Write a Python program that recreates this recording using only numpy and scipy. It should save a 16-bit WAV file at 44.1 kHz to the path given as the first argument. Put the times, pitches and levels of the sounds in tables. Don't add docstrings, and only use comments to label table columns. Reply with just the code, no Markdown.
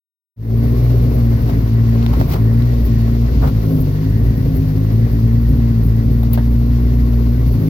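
import sys
import numpy as np
from scipy.fft import rfft, irfft, next_fast_len
from scipy.io import wavfile
from scipy.ndimage import uniform_filter1d, minimum_filter1d, map_coordinates

SR = 44100
rng = np.random.default_rng(int(sys.argv[2]) if len(sys.argv) > 2 else 0)


def bounce(signal):
    frames = np.transpose(np.atleast_2d(signal))
    limited = np.clip(frames, -1, 1)
    pcm = np.round(limited * 32767).astype(np.int16)
    wavfile.write(sys.argv[1], SR, pcm)


N = 339129

# (frequency [Hz], level [dB per Hz])
HISS_TONE = [(1650, -8.5), (2800, 4.5), (3000, 1.5), (4630, 3.5), (5210, -1), (5580, 0), (9000, -18),
             (11700, -41.5), (19800, -120)]
FIZZ_TONE = [(8000, -55.5), (9000, -20), (10500, -8), (12500, -1.5), (14000, -0.5), (16000, -7.5)]
CLATTER_TONE = [(410, -38.5), (700, 1.5), (737, -6.5), (869, -6), (1100, -9.5), (1250, -10), (1510, -12),
                (1600, -11), (1910, -25), (2080, -10), (3200, -28.5), (4160, -45), (7040, -120)]
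GROWL_TONE = [(180, -12), (300, 1), (318, -10.5), (356, 1), (454, -2.5), (495, -6.5), (640, -11),
              (800, -20), (1040, -45), (1760, -120)]
RUB_TONE = [(200, -31.5), (450, 7), (900, 1.5), (1400, -3), (2400, -20.5), (5000, -60)]
SWISH_TONE = [(1000, -42.5), (2000, 6), (4500, 3.5), (7000, -7), (9000, -10.5), (13000, 0), (16000, 3.5)]
TICK_TONE = [(1200, -16), (2700, -3), (4000, -1.5), (6000, -19), (9000, -21.5)]
SHAKE_TONE = [(10, -17.5), (25, -5), (40, -6.5), (60, 4.5), (85, -1), (130, -6), (200, -48), (400, -82.5)]
# (frequency [Hz], width [Hz], level [dB])
BELT_MODES = [(1504, 16, 3.5), (1730, 56, 0), (1850, 23, 5.5), (1942, 84, 0.5)]
METAL_MODES = [(938, 15, -4), (1091, 58, -4), (1394, 70, -12)]
PANEL_MODES = [(463, 120, 0.5), (702, 120, 7.5), (940, 310, -4), (1260, 371, -5.5), (1800, 500, -10)]
CABIN_AIR_MODES = [(53, 5.2, -8), (88.6, 39.4, -3.5), (115, 45.3, 0.5), (143.8, 30.2, -1),
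                   (264.2, 19, -5.5)]
# (time [s], level [dB])
BELT_LEVELS = [(.6, -49), (2.3, -46.5), (2.5, -45), (2.9, -46.5), (3.8, -53), (4.05, -47.5), (4.8, -47),
               (5.4, -49.5), (7.6, -50)]
GROWL_LEVELS = [(.5, -29.5), (.88, -27), (1.45, -30.5), (1.85, -34), (2.3, -31.5), (2.8, -32.5),
                (3.05, -32.5), (3.5, -35.5), (3.74, -26.5), (3.95, -33.5), (4.7, -32), (5.6, -36),
                (6.15, -35.5), (7.6, -32)]
# (time [s], clatter [dB], hiss [dB])
DASH_LEVELS = [(.55, -46, -48.5), (.9, -43, -46.5), (1.8, -44.5, -47.5), (2.1, -40.5, -45),
               (2.5, -43.5, -49), (2.8, -46.5, -46), (3.35, -44, -46), (3.9, -47, -48), (6.2, -47, -49.5),
               (7.6, -46, -48)]
# (time [s], length [s], rub [dB], swish [dB])
STROKES = [(1.499, 0.03, -30, -38.5), (2.14, 0.031, -29.5, -40), (2.21, 0.05, -39, -36.5),
           (2.325, 0.062, -33, -31), (2.356, 0.031, -27, -47), (3.441, 0.036, -24.5, -46.5),
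           (3.474, 0.044, -26, -35.5), (6.345, 0.037, -40.5, -38.5)]
# (time [s], snap [dB], knock [dB], tick [dB], time to fade 60 dB [s])
CONTACTS = [(2.027, -44.5, -33, -30.5, .012), (2.0632, -37.5, -23, -22, 0.013),
            (2.136, -37.5, -27.5, -34.5, 0.024), (2.2125, -37.5, -9.5, -39.5, 0.0072),
            (2.342, -43, -28, -34.5, 0.0098), (2.622, -54, -41, -31, 0.014),
            (3.422, -48.5, -25.5, -47, 0.075), (5.6, -53.5, -31, -42.5, .02),
            (6.2313, -34, -28.5, -38, 0.039), (6.3324, -20, -39, -35.5, 0.048),
            (6.375, -44.5, -21, -39.5, 0.11)]
# (time [s], firing rate [Hz])
FIRING_RATES = [(.41, 55.25), (.85, 60.44), (1.15, 58.66), (1.55, 55.27), (1.8, 56.9), (2.08, 57.92),
                (2.33, 53.95), (2.68, 59.98), (2.96, 56.4), (3.32, 59.06), (3.47, 55.75), (3.61, 55.03),
                (3.9, 49), (4.22, 56.44), (4.36, 56.25), (4.53, 52.4), (4.72, 51.11), (5.05, 57.36),
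                (5.18, 56.23), (5.38, 57.9), (5.7, 57.85), (5.88, 55.88), (6.15, 57.5), (6.9, 59.4),
                (7.22, 58.58), (7.44, 59.97), (7.68, 52.55)]
# (time [s], length [s], fizz flare [dB], thump [dB])
MISFIRES = [(1.017, 0.039, -53.5, -15.5), (1.142, 0.056, -45.5, -19), (1.41, .074, -50, -21.5),
            (1.563, 0.15, -60.5, -21), (2.165, 0.087, -53.5, -20), (2.284, 0.17, -48, -23),
            (2.85, 0.061, -42, -19.5), (3.316, .074, -58.5, -19.5), (3.428, 0.083, -55.5, -7.5),
            (3.808, 0.06, -41, -19.5), (4.269, 0.085, -54, -18.5), (4.37, 0.055, -53, -21.5),
            (4.4514, 0.045, -56.5, -24.5), (4.562, .074, -42.5, -14), (5.111, 0.068, -48.5, -20),
            (5.501, 0.13, -51.5, -21), (5.853, 0.11, -46, -18), (6.124, 0.12, -58, -23.5),
            (7.471, 0.067, -48, -16), (7.52, .074, -47, -22.5)]
# (time [s], length [s], lift [dB])
STRAINS = [(3.747, .17, 5), (7.648, .13, 4)]
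# (frequency [Hz], level [dB])
CABIN_BOOM = [(51, -22.5), (55.5, -19), (58.5, -15), (102, -20.5), (113, -14.5), (118, -16), (121, -13.5),
              (150, -19), (160, -20), (167, -29), (178, -37.5), (208, -36.5), (222, -24), (231, -19.5),
              (237, -22), (242, -37), (263, -22), (285, -40)]
# (time [s], change [dB])
SECOND_DRIFT = [(.55, 3.5), (.78, 0), (1, 2.5), (1.85, 3.5), (2.15, -1.5), (2.5, 3.5), (2.75, -0.5),
                (3.15, 1), (3.45, -0.5), (4.2, 2), (5.35, 2), (5.55, 0.5), (6.2, .5), (7.1, -4.5),
                (7.66, 1.5)]
# (multiple of the firing rate, level [dB])
HIGH_HARMONICS = [(6, -41), (7, -43), (8, -45.5), (9, -50.5), (10, -48.5)]
# (frequency [Hz], likeness [-1 to 1])
STEREO_LIKENESS = [(100, 0.92), (260, .93), (450, 0.77), (800, -0.2), (1100, 0.042), (1450, 0.32),
                   (1660, 0.48), (1900, 0.41), (2500, 0.057), (8000, -0.17)]
# (frequency [Hz], left minus right [dB])
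STEREO_BALANCE = [(60, 0.5), (120, 1.5), (240, 0.3), (380, 1.5), (560, -1), (700, -0.5), (900, 2.5),
                  (1500, 0), (3000, 1), (5000, 8.5), (7000, 8.5), (9500, -1), (13000, 10), (16000, 10)]
# (time [s], gain [factor])
FADE_GAINS = [(.362, 0), (.63, 0.97), (7.684, 1), (7.69, 0.035)]


def amp(db):
    return 10 ** (np.asarray(db) / 20)


def unit(x):
    return x / np.sqrt(np.mean(x ** 2) + 1e-20)


def along(points, hz):
    freqs, values = np.transpose(points)
    return np.interp(np.log(hz + 1), np.log(freqs + 1), values)


def clock():
    return np.arange(N) / SR


def curves(rows):
    times, *columns = np.transpose(rows)
    return [np.interp(clock(), times, column) for column in columns]


def wobble(rate):
    return map_coordinates(rng.standard_normal(1024), [clock() * rate], mode="wrap")


def filtered(x, response):
    size = next_fast_len(N + SR // 2)
    return irfft(rfft(x, size) * response(np.fft.rfftfreq(size, 1 / SR)), size)[..., :N]


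def colour(points):
    return lambda hz: amp(along(points, hz))


def ringing(modes):
    return lambda hz: sum((-1) ** k * amp(db) * 1j * hz * width / (pitch**2 - hz**2 + 1j * hz * width)
                          for k, (pitch, width, db) in enumerate(modes))


def noise(response):
    def spread(hz):
        angle = np.arccos(np.clip(along(STEREO_LIKENESS, hz), -1, 1)) / 2
        return response(hz) * np.array([np.cos(angle), np.sin(angle)])
    mid, side = filtered(rng.standard_normal((2, N)), spread)
    return unit(np.array([mid + side, mid - side]))


def swell(at, length):
    return np.exp(-np.minimum((2 * (clock() - at) / length) ** 2, 20))


def strike(at, fade_s, rise_s):
    age = np.clip(clock() - at, 0, 1)
    return (1 - np.exp(-age / rise_s)) * amp(-60 * age / fade_s)


def fine_fizz(cycle, growl_db, strain_db):
    level_db = -48 + 0.41 * (growl_db - growl_db.mean()) + 0.74 * strain_db
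    flares = sum(amp(db) * swell(at + 0.008, 0.41 * length) for at, length, db, _ in MISFIRES)
    return (amp(level_db + 1.2 * cycle + 0.89 * wobble(70)) + flares) * noise(colour(FIZZ_TONE))


def air_hiss(cycle, level_db):
    return amp(level_db + 0.46 * cycle + 0.9 * wobble(30)) * noise(colour(HISS_TONE))


def belt_whirr():
    return amp(curves(BELT_LEVELS)[0] + 2.4 * wobble(35)) * noise(ringing(BELT_MODES))


def valve_clatter(firings, cycle, level_db):
    taps = unit(amp(0.99 * np.cos(2 * np.pi * firings) + 0.98 * cycle + 1.1 * wobble(60)))
    rattle = amp(2.5) * noise(colour(CLATTER_TONE))
    metal = amp(-3) * noise(ringing(METAL_MODES))
    return amp(level_db) * taps * (rattle + metal)


def sleeve_brushes():
    rub = sum(amp(db) * swell(at, length) for at, length, db, _ in STROKES)
    swish = sum(amp(db) * swell(at, length) for at, length, _, db in STROKES)
    grain = amp(1.9 * wobble(130))
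    return grain * (rub * noise(colour(RUB_TONE)) + swish * noise(colour(SWISH_TONE)))


def plastic_clicks():
    snap, knock, tick, taps = np.zeros((4, N))
    for at, snap_db, knock_db, tick_db, fade_s in CONTACTS:
        snap += amp(snap_db) * strike(at, fade_s, rise_s=0.00019)
        knock += amp(knock_db) * strike(at, fade_s, rise_s=0.00018)
        tick += amp(tick_db) * strike(at, fade_s, rise_s=0.0003)
        taps[round(at * SR)] = amp(knock_db - 1.5)
    ring = filtered(taps, ringing(PANEL_MODES))
    ring *= taps.max() / np.abs(ring).max()
    return (snap * noise(colour(FIZZ_TONE)) + knock * noise(ringing(PANEL_MODES))
            + ring + tick * noise(colour(TICK_TONE)))


def gas_growl(firings, cycle, upset, level_db):
    beat_db = 0.6 * np.cos(2 * np.pi * firings) + 1.1 * np.cos(np.pi * firings) + 0.76 * cycle
    puffs = unit(amp(beat_db + 2.2 * wobble(28)))
    return amp(level_db + 2.5 * upset) * puffs * noise(colour(GROWL_TONE))


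def body_shake(upset):
    return amp(-27 + 6.9 * upset) * noise(colour(SHAKE_TONE))


def uneven_firing(firings, upset):
    fired = np.flatnonzero(np.diff(np.floor(firings)))
    pulses = np.zeros(N)
    pulses[fired] = np.tanh(rng.standard_normal(1024))[:len(fired)]
    muffled = lambda hz: ringing(CABIN_AIR_MODES)(hz) / (1 + 1j * hz / 420) ** 2
    strength = amp(-23) + amp(-20) * upset
    return filtered(pulses * strength, muffled) / np.std(filtered(pulses, muffled))


def exhaust_boom(rate_hz, firings, upset, strain_db):
    drift_db, = curves(SECOND_DRIFT)
    lumpy_db = 1 + np.tanh((56.4 - rate_hz) / 0.76)
    changes_db = {1: 3 * upset - 0.55 * drift_db - strain_db,
                  2: -9 * upset + drift_db,
                  3: strain_db,
                  4: -6.5 * upset,
                  5: strain_db}
    levels = [(k, along(CABIN_BOOM, k * rate_hz) + db) for k, db in changes_db.items()]
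    levels += [(k, db + lumpy_db + strain_db) for k, db in HIGH_HARMONICS]
    boom = np.zeros(N)
    for k, db in levels:
        slip = (0.027 * k + 0.37 * min(k, 3) * upset) * wobble(30)
        lag = 0.29 * (k - 1) * wobble(1.47)
        strength = amp(db + 0.7 * wobble(30))
        boom -= np.sqrt(2) * strength * np.cos(2 * np.pi * k * firings + slip - lag)
    return boom


def engine():
    rate_hz, = curves(FIRING_RATES)
    growl_db, = curves(GROWL_LEVELS)
    clatter_db, hiss_db = curves(DASH_LEVELS)
    firings = np.cumsum(rate_hz) / SR
    cycle = np.cos(np.pi * firings / 2)
    thumps = sum(amp(db) * swell(at, length) for at, length, _, db in MISFIRES)
    upset = np.minimum(thumps / amp(-19), 1)
    strain_db = sum(db * swell(at, length) for at, length, db in STRAINS)
    return (exhaust_boom(rate_hz, firings, upset, strain_db) + uneven_firing(firings, upset)
            + body_shake(upset) + gas_growl(firings, cycle, upset, growl_db)
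            + valve_clatter(firings, cycle, clatter_db) + belt_whirr()
            + air_hiss(cycle, hiss_db) + fine_fizz(cycle, growl_db, strain_db))


def scene():
    sides, lead_s = np.array([[0.5], [-0.5]]), 0.00032
    lead = lambda hz: np.exp(2j * np.pi * hz * lead_s * sides)
    balance = lambda hz: amp(along(STEREO_BALANCE, hz) * sides)
    cabin = engine() + sleeve_brushes() + plastic_clicks()
    return filtered(cabin, lambda hz: lead(hz) * balance(hz))


def record(dry):
    ceiling, top_hz = 0.74, 15950
    faded = dry * curves(FADE_GAINS)[0]
    needed = np.minimum(1, ceiling / (np.abs(faded).max(axis=0) + 1e-6))
    gain = uniform_filter1d(minimum_filter1d(needed, size=900), size=900)
    return filtered(faded * gain, lambda hz: hz < top_hz)


dry = scene()
out = record(dry)
bounce(out)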